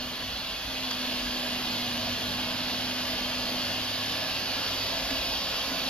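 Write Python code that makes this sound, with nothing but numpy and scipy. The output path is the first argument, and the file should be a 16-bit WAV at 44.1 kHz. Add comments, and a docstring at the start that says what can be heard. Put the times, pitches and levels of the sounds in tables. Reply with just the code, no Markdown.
"""A corded electric tiller churns a lawn a few metres away, heard with reflections at two microphone ports.
From the start its motor hums at shaft speed and whines at the fan blades over air, gears, soil and rumble.
A far engine drones until 0.6 s, the rush swells, stones tick on the tines and a clod thumps the hood.
Near 2 s the motor sags in harder soil; the far engine is back from 1.7 to 5.4 s. A clod lands at 3.4 s,
then the motor speeds up. After 5 s come two more stones and two clods, and the motor sags again."""
import sys
import numpy as np
from scipy import signal
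from scipy.fft import rfft, irfft, next_fast_len
from scipy.io import wavfile
from scipy.ndimage import uniform_filter1d

SR = 44100
rng = np.random.default_rng(int(sys.argv[2]) if len(sys.argv) > 2 else 0)


def wav_record(signal):
    """Record a signal, one row per channel, as 16-bit PCM in the file named by sys.argv[1]."""
    frames = np.transpose(np.atleast_2d(signal))
    bounded = np.clip(frames, -1, 1)
    # unit amplitude maps onto the largest positive 16-bit level
    quanta = np.round(bounded * 32767).astype(np.int16)
    wavfile.write(sys.argv[1], SR, quanta)


N = 259749

# rumble envelope: t/s, level/dB
RUMBLE_LEVEL = [(0.0, -56), (.6, -50.5), (1.3, -49.5), (1.9, -53.5), (2.4, -57.5), (3.4, -49), (4.1, -58),
                (5.1, -50.5), (5.89, -50)]
# rumble spectrum: f/Hz, relative density/dB
RUMBLE_SPECTRUM = [(20, -42), (33, -30), (44, -0.5), (52, 4), (60, 5.5), (78, -7.5), (90, -4.5),
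                   (130, -11.5), (180, -35.5)]
# far engine: start/s, end/s, f/Hz, level/dB, slope/(dB/s)
ENGINE_DRONES = [(-.1, 0.598, 131.5, -55.5, -12), (1.68, 3.178, 102.9, -50, -2),
                 (3.18, 4.266, 103, -54.5, 6), (4.25, 5.398, 103.4, -50, -9.5)]
# churning soil: f/Hz, relative density/dB
SOIL_SPECTRUM = [(100, -9.5), (150, -5.5), (200, 1.5), (330, 0), (430, -0.5), (640, 0), (900, -9.5),
                 (1300, -19.5), (2000, -36)]
# soil shield rings and dip: f/Hz, width/Hz, boost/dB
SHIELD_RINGS = [(640, 60, 3), (675, 20, 2), (700, 25, -3), (748, 30, 1), (1075, 40, 1.5)]
# cooling air: f/Hz, relative density/dB
AIR_SPECTRUM = [(700, -13), (1300, -9.5), (1700, -11.5), (2100, -5.5), (2500, -2.5), (3100, 3),
                (4000, -3.5), (5200, -5.5), (5800, -9.5), (6800, -11), (7600, -25), (10300, -14.5),
                (12000, -10.5), (14400, -19.5)]
# housing resonances: f/Hz, width/Hz, boost/dB
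HOUSING_RINGS = [(1690, 70, 3), (2510, 40, 2), (2820, 35, 3.5), (2895, 40, 3), (3160, 50, 2.5),
                 (3400, 130, 2), (3680, 40, 2.5), (3870, 30, 5), (3990, 35, 2), (4530, 90, 2.5),
                 (4860, 60, 2), (4980, 30, 2)]
# low end of the whine: t/s, boost/dB
LOW_WHINE_BOOST = [(0, 1.1), (2, 0.9), (3.4, 0.2), (4.1, 1.4), (4.8, 0.5), (5.3, -1), (5.89, -0.3)]
# stones on the tines: t/s, level/dB, t60/s, crack/ring ratio
STONE_HITS = [(.2214, -43, .03, 1.5), (.9081, -28.5, .038, .7), (1.5294, -44, .03, 1.5),
              (5.1038, -40, .04, 3), (5.2194, -38, .025, .4)]
# tine modes: f/Hz, relative level/dB
TINE_MODES = [(1550, -10), (2690, -6), (3460, -1), (4620, -5), (5600, -10), (6270, -11), (11800, -13)]
# clods on the hood: t/s, level/dB, t60/s, crack/ring ratio
CLOD_HITS = [(1.075, -33, .07, .15), (3.384, -32, .07, .15), (5.112, -28, .12, .1), (5.711, -22, .06, .2)]
# hood modes: f/Hz, relative level/dB
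HOOD_MODES = [(190, -13), (262, -.1), (620, -17)]
# motor under load: t/s, shaft speed/Hz, hum/dB, second order/dB, blade whine/dB
MOTOR_RUN = [(0, 250.3, -44, -64, -63), (.4, 255.6, -51, -62, -64), (.66, 261, -57, -62, -65),
             (.78, 258.5, -43.5, -62, -66), (.9, 253, -44, -63, -64), (1.2, 248, -41, -63, -59),
             (1.75, 247.2, -40.5, -62, -58), (1.95, 241.6, -40, -64, -57), (2.18, 247, -41, -64, -59),
             (2.7, 250.4, -42, -63, -57), (3.2, 250.7, -42, -62, -56), (3.35, 249.2, -41.5, -62, -55),
             (3.9, 251.6, -43.5, -63, -57), (4.15, 259, -48.5, -59, -55), (4.4, 263.1, -48, -57, -54.5),
             (5.08, 264.4, -47, -52, -54), (5.16, 263.5, -50, -51, -54), (5.6, 269.7, -50, -53, -52),
             (5.68, 269.2, -47, -53, -54), (5.76, 262, -46, -54, -63), (5.89, 257, -46.5, -56, -67)]
# reflections heard around 3.3 kHz, a list per port: delay/ms, gain
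UPPER_ECHOES = [
    [(1.52, 0.017), (1.81, 0.12), (3.54, -0.059), (6.8, 0.073), (11.26, -0.057), (13.14, 0.099)],
    [(1.11, 0.18), (2.19, 0.0087), (3.52, 0.061), (4.88, -0.0083), (7.43, 0.053), (11.03, 0.15)],
]
# mid-band echoes, a list per port: delay/ms, gain
MID_ECHOES = [
    [(9.59, .09), (11.09, .17), (11.6, -.19)],
    [(4.36, -.14), (7.01, .11), (11.3, -.12), (11.92, .19)],
]
# diffuse scatter: f/Hz, level re direct/dB
SCATTER_SPECTRUM = [(60, -14.5), (500, -14.5), (1500, -4), (4000, -7), (6500, -1.5), (8000, 21), (11500, 2),
                    (14000, 30)]
# left and right tone colour; the left channel also falls silent between 8 and 9.5 kHz: f/Hz, left/dB, right/dB
TONE_COLOUR = [(102, 2.5, 1), (283, -0.5, 1.5), (399, -2, -4.5), (975, 9, 11), (1550, 12, 12),
               (2430, 4.5, 4.5), (2940, 4, 3.5), (4860, 4.5, 10), (5740, 5, 1), (6340, 9.5, 3.5),
               (7060, -6.5, 6.5), (7540, -12, 12), (8100, -52, -12.5), (8870, -56, 4), (8960, -58, -5.5),
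               (9480, -60, 2.5), (9600, -18, 4.5), (10130, -6.5, 6), (12300, -4, 5.5), (14900, -19, 4)]
# peaks and dips on the way to each port: f/Hz, width/Hz, left/dB, right/dB
PATH_RIPPLE = [(800, 30, -5, -2), (910, 50, 2, 2), (870, 40, -3, -1), (955, 30, -3, -3), (1230, 40, -3, -3),
               (1330, 120, -1, -5), (1690, 90, 1, 3), (1860, 100, 1, -5), (2100, 60, -1, -4),
               (2330, 70, -1, -5), (2510, 60, -1, 3), (2660, 35, -4, 0.1), (2710, 70, 3, -1),
               (2990, 70, -4, 3), (3270, 150, 2, -3), (3570, 60, -1, -3), (3790, 50, -2, -2),
               (3870, 45, -1, 5), (3930, 30, -1, -2), (4000, 70, 4, -1), (4070, 60, 0.1, -4),
               (4150, 40, 3, -1), (4185, 30, -5, -1), (4400, 60, 1, -3), (4660, 70, -4, 3),
               (4740, 40, 2, -3), (4850, 50, 3, -1), (4980, 50, -1, 4), (5200, 80, -5, -1),
               (5290, 50, 3, 1), (5415, 60, -3, -3), (5500, 250, 4, -1), (5720, 120, -4, -4),
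               (6000, 150, 4, 2), (6380, 200, -7, 2), (6700, 150, -1, -6)]

NO_LOAD_HZ, FAN_BLADES = 270, 20
SWELL_START_S, SWELL_LENGTH_S, SWELL_DB = 0.5, 0.66, 3


def amp(db):
    return 10 ** (np.asarray(db) / 20)


def unit_rms(x):
    return x / np.sqrt(np.mean(x ** 2) + 1e-20)


def spectrum_db(hz, rows, column=1):
    """Table column interpolated over log frequency."""
    rows = np.array(rows)
    return np.interp(np.log(hz + 1), np.log(rows[:, 0] + 1), rows[:, column])


def curves(rows, t):
    """Table columns interpolated over time."""
    times, *columns = np.transpose(rows)
    return [np.interp(t, times, column) for column in columns]


def peaks_db(hz, rings):
    """Sum of resonance peaks, each f/Hz, width/Hz, boost/dB."""
    return sum(db / (1 + (2 * (hz - f) / width) ** 2) for f, width, db in rings)


def rolloff(ratio):
    """Weight: 1 at ratio 0, half at 1, then a fourth-power fall."""
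    return 1 / (1 + ratio ** 4)


def swell(t):
    """Ramp: 0 before the rush swells, 1 after."""
    return np.clip((t - SWELL_START_S) / SWELL_LENGTH_S, 0, 1)


def wander(samples):
    """Slow random drift, rms 1."""
    return unit_rms(uniform_filter1d(uniform_filter1d(rng.standard_normal(N), samples), samples))


def shaped_noise(shape_db, patch_db, fft_size):
    """Random short-time spectra shaped by shape_db(t, hz), with drifting patches; rms 1."""
    hop = fft_size // 4
    frames, hz = N // hop + 5, np.fft.rfftfreq(fft_size, 1 / SR)
    real, imag, patches = rng.standard_normal((frames, len(hz), 3)).T
    patches = unit_rms(uniform_filter1d(uniform_filter1d(patches, 10, 0), 10, 1))
    gain = amp(shape_db(np.arange(frames) * hop / SR, hz[:, None]) + patch_db * patches)
    _, noise = signal.istft((real + 1j * imag) * gain, nperseg=fft_size, noverlap=fft_size - hop)
    return unit_rms(noise[:N])


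def rumble(t):
    """Low noise, slowly rising and falling."""
    noise = shaped_noise(lambda s, hz: spectrum_db(hz, RUMBLE_SPECTRUM), patch_db=3.4, fft_size=4096)
    return amp(curves(RUMBLE_LEVEL, t)[0]) * noise


def far_engine(t, fade_s=0.067):
    """A distant drone: one low sine per stretch, fading in and out."""
    out = np.zeros(N)
    for start, end, hz, db, db_per_s in ENGINE_DRONES:
        fade = np.clip(np.minimum(t - start, end - t) / fade_s, 0, 1)
        level = amp(db + db_per_s * np.clip(t - start, 0, end - start))
        out += np.sqrt(2) * level * fade * np.sin(2 * np.pi * hz * t)
    return out


def soil(t, base_db=-43.5, rise_db_per_s=0.4646, lows_hz=285, lows_db_per_hz=0.22):
    """Churning soil rings the shield; its lows grow as the motor sags."""
    def shape_db(s, hz):
        sag_hz = NO_LOAD_HZ - curves(MOTOR_RUN, s)[0]
        lows_db = lows_db_per_hz * sag_hz * rolloff(hz / lows_hz)
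        return spectrum_db(hz, SOIL_SPECTRUM) + peaks_db(hz, SHIELD_RINGS) + lows_db
    return amp(base_db + rise_db_per_s * t) * shaped_noise(shape_db, patch_db=1.0, fft_size=2048)


def housing_db(t, hz, step_s=0.4, drift_hz=7, waver_db=1.6):
    """Housing rings drift and waver; the motor cover rings harder early on."""
    knots = np.arange(0, t[-1] + step_s, step_s)
    rings = []
    for f, width, db in HOUSING_RINGS:
        drift, waver = (np.interp(t, knots, row) for row in rng.standard_normal((2, len(knots))))
        rings.append((f + drift_hz * drift, width, db + waver_db * waver))
    cover = (4280, 100, 3 + np.interp(t, (0.8, 1.35), (6.5, 0)))
    return peaks_db(hz, rings + [cover])


def gears_db(t, hz, mesh_order=17.3, band_order=19.1, half_width_hz=900, db_per_hz=-0.0884):
    """A fuzzy mesh whine and a broad gear band track the shaft; the band weakens with sag."""
    shaft_hz = curves(MOTOR_RUN, t)[0]
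    mesh_db = peaks_db(hz, [(mesh_order * shaft_hz, 200, 2.5)])
    band_db = 2.5 + db_per_hz * (NO_LOAD_HZ - shaft_hz) - 1.7 * (1 - swell(t))
    return mesh_db + band_db * rolloff((hz - band_order * shaft_hz) / half_width_hz)


def air_and_gears(t, base_db=-37.5, rise_db_per_s=0.1568, flicker_hz=8000):
    """Cooling air and gears sound through the housing; the middle fills in, the treble flickers."""
    def shape_db(s, hz):
        machine_db = spectrum_db(hz, AIR_SPECTRUM) + housing_db(s, hz) + gears_db(s, hz)
        middle = (2500, 440, 0.29 * s)
        low_whine = (2950, 900, curves(LOW_WHINE_BOOST, s)[0])
        flicker_db = 0.5 * np.interp(s, t, wander(samples=2500)) * rolloff(flicker_hz / (hz + 1))
        return machine_db + peaks_db(hz, [middle, low_whine]) + flicker_db
    level = amp(base_db + rise_db_per_s * t + 0.21 * wander(samples=1000))
    return level * shaped_noise(shape_db, patch_db=0.54, fft_size=2048)


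def impacts(hits, modes, rise_s, crack_hz):
    """Each hit rings the struck part's modes, with a crack of low-passed noise."""
    out, t = np.zeros(N), np.arange(SR // 4) / SR
    for (start_s, db, t60_s, crack_ratio), phases in zip(hits, rng.random((len(hits), len(modes)))):
        ring = sum(amp(mode_db) * np.sin(2 * np.pi * (hz * t + phase))
                   for (hz, mode_db), phase in zip(modes, phases))
        crack = signal.lfilter(*signal.butter(2, crack_hz, fs=SR), rng.standard_normal(len(t)))
        envelope = amp(db - 60 * t / t60_s) * (1 - np.exp(-t / rise_s))
        hit = envelope * (unit_rms(ring) + crack_ratio * unit_rms(crack))
        slot = out[round(start_s * SR):][:len(t)]
        slot += hit[:len(slot)]
    return out


def motor(t, wobble_per_hz=0.00005, waver_db=1.1):
    """Four shaft orders and the fan blade whine; the speed wobbles more as load slows the shaft."""
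    shaft_hz, hum_db, second_db, blade_db = curves(MOTOR_RUN, t)
    shaft_hz = uniform_filter1d(shaft_hz, size=2000)
    wobble = (0.00025 + wobble_per_hz * (NO_LOAD_HZ - shaft_hz)) * wander(samples=900)
    turns = np.cumsum(shaft_hz * (1 + wobble)) / SR
    orders = [(1, hum_db), (2, second_db), (3, -63), (4, second_db - 13), (FAN_BLADES, blade_db)]
    return np.sqrt(2) * sum(amp(db + waver_db * wander(samples=1200)) * np.sin(2 * np.pi * order * turns)
                            for order, db in orders)


def echo_response(hz, ports):
    """Sum of delayed copies at each port."""
    return np.array([sum(gain * np.exp(-2j * np.pi * hz * ms / 1000) for ms, gain in port)
                     for port in ports])


def scatter(x, hop=6000, t60_s=0.31):
    """Sound thrown back from all around; the machine keeps shifting, so each stretch gets a new tail."""
    t, out = np.arange(SR // 3) / SR, np.zeros((2, N + SR))
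    window = np.sin(np.pi * np.arange(2 * hop) / (2 * hop))
    padded = np.pad(x, (hop, 2 * hop))
    for start in range(0, N + hop, hop):
        tails = rng.standard_normal((2, len(t))) * amp(-60 * t / t60_s)
        tails /= np.linalg.norm(tails, axis=1, keepdims=True)
        wet = signal.fftconvolve((padded[start:start + 2 * hop] * window)[None], tails, axes=1)
        out[:, start:start + wet.shape[1]] += wet
    return out[:, hop:hop + N]


def lawn(diffuse, clear, right_lag_ms=0.05):
    """Direct sound plus echoes off the ground and nearby things; only the diffuse part scatters."""
    size = next_fast_len(N + 4096)
    hz = np.fft.rfftfreq(size, 1 / SR)
    low_treble = rolloff((hz - 3300) / 2200)
    mid_band = rolloff(674 / (hz + 1)) * rolloff(hz / 2700)
    paths = 1 + low_treble * echo_response(hz, UPPER_ECHOES) + mid_band * echo_response(hz, MID_ECHOES)
    paths[1] *= np.exp(-2j * np.pi * hz * right_lag_ms / 1000)
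    wet_gain = amp(spectrum_db(hz, SCATTER_SPECTRUM))
    mix = rfft(diffuse, size) * paths + wet_gain * rfft(scatter(diffuse), size)
    return irfft(mix / np.sqrt(1 + wet_gain ** 2) + rfft(clear, size) * paths, size)[:, :N]


def scene():
    """Tiller and background as they reach the two ports."""
    t = np.arange(N) / SR
    stones = impacts(STONE_HITS, TINE_MODES, rise_s=0.002, crack_hz=5500)
    clods = impacts(CLOD_HITS, HOOD_MODES, rise_s=0.008, crack_hz=900)
    rush = amp(SWELL_DB * (swell(t) - 1)) * (air_and_gears(t) + soil(t))
    return lawn(diffuse=rumble(t) + far_engine(t) + rush, clear=stones + clods + motor(t))


def record(dry, cutoff_hz=14550):
    """Left and right tone colour, and the left channel falls silent between 8 and 9.5 kHz; then the band limit."""
    size = next_fast_len(N + 4096)
    hz = np.fft.rfftfreq(size, 1 / SR)
    colour_db = [spectrum_db(hz, TONE_COLOUR, column) for column in (1, 2)]
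    ripple_db = sum(np.outer(dbs, peaks_db(hz, [(f, width, 1)])) for f, width, *dbs in PATH_RIPPLE)
    coloured = irfft(rfft(dry, size) * amp(colour_db + ripple_db), size)[:, :N]
    lowpass = signal.firwin(1023, cutoff_hz, window=("kaiser", 9), fs=SR)
    return signal.oaconvolve(coloured, lowpass[None], "same")


dry = scene()
out = record(dry)
wav_record(out)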